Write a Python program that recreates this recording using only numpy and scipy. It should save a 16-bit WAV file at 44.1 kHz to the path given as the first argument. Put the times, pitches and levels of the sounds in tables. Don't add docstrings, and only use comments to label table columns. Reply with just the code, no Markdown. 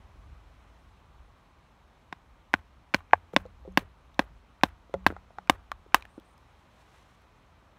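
import sys
import numpy as np
from scipy import signal
from scipy.io import wavfile
from scipy.ndimage import uniform_filter1d

SR = 44100
rng = np.random.default_rng(int(sys.argv[2]) if len(sys.argv) > 2 else 0)


def nominal_scale(level):
    x = np.asarray(level, float) / 20
    return 10 ** x


def materialize(psi):
    bounded = np.clip(np.atleast_2d(psi).T, -1, 1)
    quanta = np.round(bounded * 32767).astype(np.int16)
    wavfile.write(sys.argv[1], SR, quanta)


N = 343152


def at_hz(points, hz):
    points = np.array(points)
    return np.interp(np.log(hz), np.log(points[:, 0]), points[:, 1])


def rms_one(x):
    return x / np.sqrt(np.mean(x ** 2) + 1e-20)


def clicks(times, sizes):
    out = np.full(N, 1e-18)
    np.add.at(out, (np.asarray(times) * SR).astype(int), sizes)
    return out


def ring(x, hz, t60):
    r = nominal_scale(-60 / (max(t60, .002) * SR))
    w = 2 * np.pi * hz / SR
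    return signal.lfilter([0, np.sin(w)], [1, -2 * r * np.cos(w), r * r], x)


def fade(x, t60):
    return signal.lfilter([1], [1, -nominal_scale(-60 / (t60 * SR))], x)


def band(x, low_hz, high_hz, order=2):
    edges_hz = [low_hz, min(high_hz, .45 * SR)]
    return signal.sosfilt(signal.butter(order, edges_hz, "band", fs=SR, output="sos"), x)


def drift(rate):
    r = np.exp(-80 * np.pi * rate / SR)
    slow = signal.lfilter([1], [1, -2 * r, r * r], rng.standard_normal(N // 40 + 2002))[2000:]
    return np.interp(np.arange(N) / 40, np.arange(len(slow)), rms_one(slow))


def noise_bands(spectrum):
    edges = 50 * 2 ** np.arange(0, 8.5, 1 / 3)
    white = rng.standard_normal((2, N))
    centres = np.sqrt(edges[1:] * edges[:-1])
    bands = [nominal_scale(at_hz(spectrum, hz)) * band(white[k % 2], edges[k], edges[k + 1])
             for k, hz in enumerate(centres)]
    return centres, np.array(bands) / np.std(sum(bands))


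def add(out, s, sound):
    at = int(s * SR)
    out[at:at + len(sound)] += sound


def contact(spread_s, count, chatter=0.72):
    when, size = np.transpose(rng.random((count, 2)))
    return clicks(np.r_[0, spread_s * when], np.r_[1., chatter * (size - .5)])[:SR // 6]


def mode(hit, hz, t60):
    return band(ring(hit, hz, t60), hz / 2.0, hz * 2.5, order=1)


MODE_SPREAD_DB, MODE_SPREAD = 2.5, 0.0095


def struck(hit, modes):
    luck = rng.standard_normal((len(modes), 2))
    out = 0
    for i, (hz, db, t60) in enumerate(modes):
        level = nominal_scale(db + MODE_SPREAD_DB * luck[i, 0])
        out = out + (-1) ** i * level * mode(hit, hz * (1 + MODE_SPREAD * luck[i, 1]), t60)
    return out


def choke(after_s):
    late = (np.arange(SR // 6) / SR - after_s) / 0.0016
    return nominal_scale(-7 / (1 + np.exp(-np.clip(late, -40, 40))))


def splinters(times, level_db, t60):
    return rms_one(band(rng.standard_normal(N), 5500, 15800)) * fade(clicks(times, nominal_scale(level_db)), t60)


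# t/s, then level/dB of the knock, bite, thump and splinters
BLOWS = [
    (2.1273, -25.5, -23.5, -38.5, -54),
    (2.54, -14.5, -6, -25, -60),
    (2.9456, -17, -7.5, -20, -29),
    (3.3647, -14, -4, -19, -36.5),
    (3.775, -10, -8, -18.5, -22.5),
    (4.194, -7, -10.5, -17.5, -30),
    (4.6359, -5.5, -7, -17, -26),
    (5.0658, -5.5, -8.5, -18.5, -22.5),
    (5.498, -4.5, -8.5, -17, -16.5),
    (5.9456, -4.5, -7.5, -26.5, -13.5),
]
# f/Hz, level/dB, t60/s
THUMP = [(198, -9, 0.049), (264.1, 5.5, 0.02)]
# multiple of KNOCK_HZ, level/dB, t60/s
KNOCK = [(1.03, 3.5, 0.018), (.8, -7.5, 0.0093), (1.17, -5.5, 0.048), (.69, -8, 0.022)]
# multiple of the two bite notes, level/dB, t60/s
BITE = [(1.0, -1.8, 0.019), (1.0, 1.63, 0.0037)]
# multiple of the crack note, level/dB, t60/s
CRACK = [(1.001, 2, 0.013), (.87, -0.5, 0.012), (1.19, -3.5, 0.012), (1.332, -9, 0.011), (1.52, -5.5, .014),
         (1.829, 2, 0.0039)]
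KNOCK_HZ = 1063
# bite f/Hz, upper bite f/Hz, crack f/Hz
LOOSE_HZ, SEATED_HZ, SEATED_S = (1490, 2100, 2790), (1575, 2040, 3000), 3.6
HOLLOW_HZ, HOLLOW_T60_S = 560, .028
HOLLOW_DB, HOLLOW_PER_THUMP = 19.5, 2.183
CRACK_DB, CRACK_PER_SPLINTER = -1.5, 0.25
BITE_SOFT_HZ, BITE_LAG_S = 3460, .00072
STEEL_FEELS = .3
BLOW_CHATTER = .45


def blows():
    out, soft = np.zeros(N), signal.butter(1, BITE_SOFT_HZ, fs=SR)
    for s, knock_db, bite_db, thump_db, splinter_db in BLOWS:
        *bite_hz, crack_hz = SEATED_HZ if s > SEATED_S else LOOSE_HZ
        crack_db = bite_db + CRACK_DB + CRACK_PER_SPLINTER * splinter_db
        land = 0.52 * contact(.001, count=2, chatter=BLOW_CHATTER)
        push = signal.lfilter(*soft, contact(0.0033, count=3, chatter=BLOW_CHATTER))
        bite = 0.6 * np.roll(push, int(BITE_LAG_S * SR))
        wood = [(HOLLOW_HZ, HOLLOW_DB + HOLLOW_PER_THUMP * thump_db + 6.5, HOLLOW_T60_S)]
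        wood += [(k * KNOCK_HZ, knock_db + db + 1.0, t60) for k, db, t60 in KNOCK]
        steel = [(k * hz, bite_db + db + 5.0, t60) for hz, (k, db, t60) in zip(bite_hz, BITE)]
        steel += [(k * crack_hz, crack_db + db + 5.0, t60) for k, db, t60 in CRACK]
        upper = struck(land - bite, wood) - struck(land - STEEL_FEELS * bite, steel)
        thud = sum(nominal_scale(thump_db + db + 7.5) * mode(land - bite, hz, t60) for hz, db, t60 in THUMP)
        add(out, s - .0011, upper * choke(0.0062) + band(thud, 105, 8800))
    s, *_, splinter_db = np.transpose(BLOWS)
    snap = splinters(s + 0.00018, splinter_db + 0.5, t60=0.0031)
    tail = splinters(s, splinter_db - 16.5, t60=0.025)
    return out + snap + tail


CRUSH_DB, CRUSH_T60_S = -2, 0.014


def crush():
    s, _, bite_db, _, splinter_db = np.transpose(BLOWS)
    level_db = bite_db + CRUSH_DB + CRACK_PER_SPLINTER * splinter_db
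    burst = fade(clicks(s, nominal_scale(level_db)), CRUSH_T60_S)
    return band(rng.standard_normal(N) * burst, 1000, 4200, order=3) * 2.9


# t/s, ground shudder level/dB, crunch level/dB, dullness/dB
AFTER = [(2.126, -57, -72, 22.5), (2.537, -44, -48.5, 15), (2.943, -42.5, -46, 13.5),
         (3.129, -38, -52.5, 16.5), (3.366, -41, -42, 20.5), (3.773, -45, -42.5, 14),
         (4.193, -47.5, -42, 23.5), (4.634, -38, -41.5, 17), (4.942, -41.5, -49, 42),
         (5.066, -35, -39.5, 23), (5.498, -40, -39, 22), (5.946, -47, -42.5, 12)]
# f/Hz, level/dB per Hz
SCATTER = [(100, -4.5), (300, 1), (1000, 4), (2500, 1), (6000, -1), (16000, -6.5)]
# f/Hz, t60/s
SCATTER_T60 = [(100, 0.22), (400, 0.17), (1500, 0.26), (5000, 0.11), (16000, 0.12)]
CRUNCH_HZ = (500, 2500, 10000)
MIDDLE_DB, MIDDLE_SHARE = 6.5, .75
SHUDDER_HZ, SHUDDER_T60_S = 86, .35
GRAIN_DB = 3.5


def aftermath():
    s, shudder_db, crunch_db, dull_db = np.transpose(AFTER)
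    out = mode(clicks(s, nominal_scale(shudder_db)), SHUDDER_HZ, SHUDDER_T60_S)
    grain = nominal_scale(GRAIN_DB * drift(90))
    middle_db = crunch_db + MIDDLE_DB - MIDDLE_SHARE * dull_db
    colours = np.transpose([crunch_db, middle_db, crunch_db - dull_db])
    for hz, noise in zip(*noise_bands(SCATTER)):
        level_db = np.array([at_hz(list(zip(CRUNCH_HZ, row)), hz) for row in colours])
        out += noise * grain * fade(clicks(s + 0.0019, nominal_scale(level_db + 6.5)), at_hz(SCATTER_T60, hz))
    return out


LINGER_DB, LINGER_S, LINGER_FALL_DB_S = -19, 0.063, 60


def linger():
    t = np.arange(0, N, 40) / SR
    level = 0
    for s, _, crunch_db, dull_db in AFTER:
        fall_db = LINGER_FALL_DB_S * np.abs(t - s)
        gate = (t > s) * np.clip((s + LINGER_S - t) / .006, 0, 1)
        level = level + nominal_scale(crunch_db - .5 * dull_db + LINGER_DB - fall_db) * gate
    wash = rms_one(band(rng.standard_normal(N), 3500, 15800))
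    return np.interp(np.arange(N) / SR, t, level) * wash


# f/Hz, level/dB, t60/s
CLAP = [(307, -24, 0.011), (548, -16, 0.017), (703, -11, 0.028), (874, -6, 0.018), (1112, -13.5, .03),
        (1620, -10, 0.014), (2300, -8, .003)]
CLAP_S, CLAP_SOFT_HZ = 3.1327, 2400


def clap():
    soft = signal.butter(3, CLAP_SOFT_HZ, fs=SR, output="sos")
    hit = signal.sosfilt(soft, contact(.001, count=2, chatter=.1))
    tone = sum((-1) ** i * nominal_scale(db) * mode(hit, hz, t60) for i, (hz, db, t60) in enumerate(CLAP))
    out = np.zeros(N)
    add(out, CLAP_S, -nominal_scale(8.5) * choke(0.0073) * tone)
    return out


# t/s, peak level/dB, main f/Hz, t60/s, upper ring level/dB
KNOCKS = [(0.157, -60, 283, 0.04, -18), (3.006, -48.5, 1115, 0.021, -11), (3.336, -37, 494, 0.025, -7),
          (3.454, -45.5, 505, 0.051, -11), (3.651, -51, 524, 0.19, -22), (3.677, -42.5, 397, 0.035, -26),
          (3.821, -51, 414, 0.05, -3.5), (4.896, -51.5, 438, 0.022, -14), (4.941, -25.5, 546, 0.068, -9.5),
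          (5.103, -31, 302, 0.011, 4.5), (5.124, -34.5, 340, 0.0062, -7), (5.165, -42, 805, 0.038, 3.5),
          (5.306, -53, 687, 0.015, -8), (5.385, -35.5, 814, 0.015, 8), (5.717, -25, 1156, 0.016, 9),
          (5.863, -52, 425, 0.022, -17.5), (6.179, -41, 321.4, 0.034, -13)]
# multiple of its main note, level/dB
OVERTONES = [(1.0, 8.5), (1.25, -0.5), (.78, -6.5), (1.55, -8)]
# t/s, peak level/dB
SWAY = [
    (3.336, -32),
    (3.681, -35),
    (4.946, -32),
    (5.1, -43.5),
    (5.384, -46.5),
]
SWAY_HZ = 187
CLICK_UNDER_DB, CLICK_TOP_DB = 9, -12
PADDED_DB, PADDED_HZ = -12, 360


def knocks():
    out = np.zeros(N)
    for s, peak_db, hz, t60, upper_db in KNOCKS:
        click_db = min(upper_db + CLICK_UNDER_DB, CLICK_TOP_DB) + PADDED_DB * (hz < PADDED_HZ)
        hit = contact(3.09 / hz, count=4)
        note = sum(nominal_scale(db) * mode(hit, hz * k, t60) for k, db in OVERTONES)
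        note -= nominal_scale(upper_db + 1.5) * (mode(hit, 1383, 0.55 * t60) - 0.65 * mode(hit, 2000, 0.17 * t60))
        note += nominal_scale(click_db + 4.0) * (mode(hit, 3400, .003) - .4 * mode(hit, 6500, .002))
        add(out, s, nominal_scale(peak_db) * note * choke(5.8 / hz))
    s, peak_db = np.transpose(SWAY)
    return out + mode(clicks(s, nominal_scale(peak_db - 7.0)), SWAY_HZ, .4)


# t/s, peak level/dB
GRAZES = [
    (2.9394, -10),
    (3.124, -48),
    (3.158, -41),
    (3.110, -39.5),
    (4.612, -38.5),
    (4.626, -61),
    (5.044, -48.5),
    (5.474, -40.5),
    (5.922, -43.5),
    (5.938, -50.5),
]


def grazes():
    out = np.zeros(N)
    for s, peak_db in GRAZES:
        hit = contact(0.0077, count=6)
        scuff = mode(hit, 1400, 0.0074) - .7 * mode(hit, 1600, 0.0059) + 0.77 * mode(hit, 2400, .006)
        add(out, s, nominal_scale(peak_db) * scuff)
    return out


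# t/s, peak level/dB, f/Hz, splinter level/dB
TICKS = [(3.333, -47, 1900, -14), (3.343, -49, 2300, -3), (3.463, -53, 4100, -16), (3.723, -59, 6460, -14),
         (2.534, -35, 2000, -41), (4.144, -50.5, 3600, -18), (5.073, -30, 4200, -13),
         (5.084, -37, 3260, -25), (5.474, -54, 4900, -16), (5.717, -33, 3140, -15), (4.94, -31, 2000, -36),
         (6.009, -49, 3940, -22), (6.024, -33, 2400, -34), (6.053, -34.5, 1700, -29),
         (6.199, -50.5, 3400, -11.5), (6.379, -56.5, 5120, -6), (7.219, -61, 1483, -7)]
SNAP_DB = -13.5


def ticks():
    out = np.zeros(N)
    for s, peak_db, hz, splinter_db in TICKS:
        hit = contact(0.003, count=2)
        tone = mode(hit, hz, 0.0087) - 0.5 * mode(hit, 1.676 * hz, .004)
        tone += 0.58 * mode(hit, 0.48 * hz, 0.0066)
        snap = nominal_scale(SNAP_DB) * band(hit, 1200, 9000, order=1) * 4
        add(out, s, nominal_scale(peak_db) * (tone + snap))
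    s, peak_db, hz, splinter_db = np.transpose(TICKS)
    return out + splinters(s, peak_db + splinter_db, t60=0.01)


# delay t/s, level/dB
ECHOES = [
    (.0095, -26),
    (.0205, -39.5),
]


def trees(x):
    return sum(nominal_scale(db) * np.roll(x, int(s * SR)) for s, db in ECHOES)


# f/Hz, level/dB per Hz
CLOTH = [(400, 1), (1500, 4.5), (4000, -2), (9000, -12), (12000, -18.5), (16000, -22)]
# middle t/s, peak level/dB, half length/s
RUSTLES = [
    (.35, -75, .4),
    (0.79, -75, 0.12),
    (6.6, -73, .2),
    (6.802, -68, 0.045),
    (6.96, -63.5, 0.062),
    (7.12, -68.5, 0.06),
    (7.352, -83, 0.38),
]


def jacket():
    t = np.arange(N) / SR
    level = sum(nominal_scale(db) * np.exp(-.5 * ((t - s) / half_s) ** 2) for s, db, half_s in RUSTLES)
    grain = nominal_scale(-2.0 + 2.0 * drift(40))
    return level * grain * noise_bands(CLOTH)[1].sum(axis=0)


# t/s, peak level/dB
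PUFFS = [(0.0, -46), (.19, -48), (.32, -42.5), (.48, -53), (.58, -57), (.71, -55), (.88, -54), (1.1, -65),
         (1.21, -48), (1.82, -63), (2.32, -54), (2.75, -57.5), (3.53, -53), (3.63, -48.5), (3.719, -47.5),
         (3.871, -59.5), (4.07, -55), (4.331, -46.5), (4.75, -55), (5.031, -46.5), (5.179, -56),
         (5.74, -48)]
PUFF_RISE_DB_S, PUFF_FALL_DB_S, CALM_DB = 170, 141, -60
JOLT_DB, JOLT_LAG_S, JOLT_FALL_DB_S = -0.5, 0.019, 198.5


def wind():
    low = band(rng.standard_normal(N), 38, 70)
    even = low / np.sqrt(uniform_filter1d(low ** 2, size=3000) + 1e-9)
    t = np.arange(0, N, 40) / SR
    level = nominal_scale(CALM_DB)
    for s, db in PUFFS:
        level = level + nominal_scale(db - np.maximum(PUFF_RISE_DB_S * (s - t), PUFF_FALL_DB_S * (t - s)))
    for s, _, crunch_db, _ in AFTER:
        since = t - s - JOLT_LAG_S
        level = level + nominal_scale(crunch_db + JOLT_DB - np.maximum(-600 * since, JOLT_FALL_DB_S * since))
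    return nominal_scale(-3.5) * np.interp(np.arange(N) / SR, t, level) * even


# start t/s, length/s, first f/Hz, last f/Hz, level/dB
BIRD = [
    (4.531, .075, 5050, 4900, -82.5),
    (6.084, .11, 8520, 8850, -72),
    (6.239, .11, 8400, 9150, -73),
]
BIRD_EDGE_S = 0.011


def bird():
    out, t = np.zeros(N), np.arange(N) / SR
    blur = rms_one(signal.lfilter([1], [1, -.965], rng.standard_normal(N)))
    for s, length_s, first_hz, last_hz, db in BIRD:
        glide_hz = np.interp(t, [s, s + length_s], [first_hz, last_hz])
        phase = 2 * np.pi * np.cumsum(glide_hz) / SR
        swell = np.clip(np.minimum(t - s, s + length_s - t) / BIRD_EDGE_S, 0, 1)
        out += nominal_scale(db - 3.0) * swell * blur * np.sin(phase)
    return out


# f/Hz, level/dB
WOOD = [(41, -32.5), (70, -5.5), (92, -8), (280, -16), (400, -19.5), (870, -16), (1250, -16.5),
        (1500, -23.5), (2200, -25.5), (4000, -32), (7000, -42), (10000, -46.5), (14600, -51.5),
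        (16000, -68)]
WOOD_DB = -60.5


def woodland():
    together = drift(0.091)
    hiss = sum(noise * nominal_scale(.5 * together + 0.79 * drift(12.0)) for noise in noise_bands(WOOD)[1])
    return nominal_scale(WOOD_DB) * hiss


def scene():
    near = blows() + clap() + knocks() + grazes() + ticks()
    after = crush() + aftermath() + linger()
    background = jacket() + wind() + bird() + woodland()
    return (near + trees(near) + after + background)[None]


def roll_off(x):
    return signal.sosfilt(signal.butter(12, 17050, fs=SR, output="sos"), x)


def record(dry):
    heard = signal.sosfilt(signal.butter(2, 35, "high", fs=SR, output="sos"), dry)
    port_hz, width_hz, share = 4800, 400, 0.6
    heard = heard - share * band(heard, port_hz - width_hz / 2, port_hz + width_hz / 2, order=1)
    rounded = 2.183 * np.tanh(heard / 2.57)
    mix = signal.sosfilt(signal.cheby2(10, 60, 17000, fs=SR, output="sos"), rounded)
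    return roll_off(mix)


dry = scene()
out = record(dry)
materialize(out)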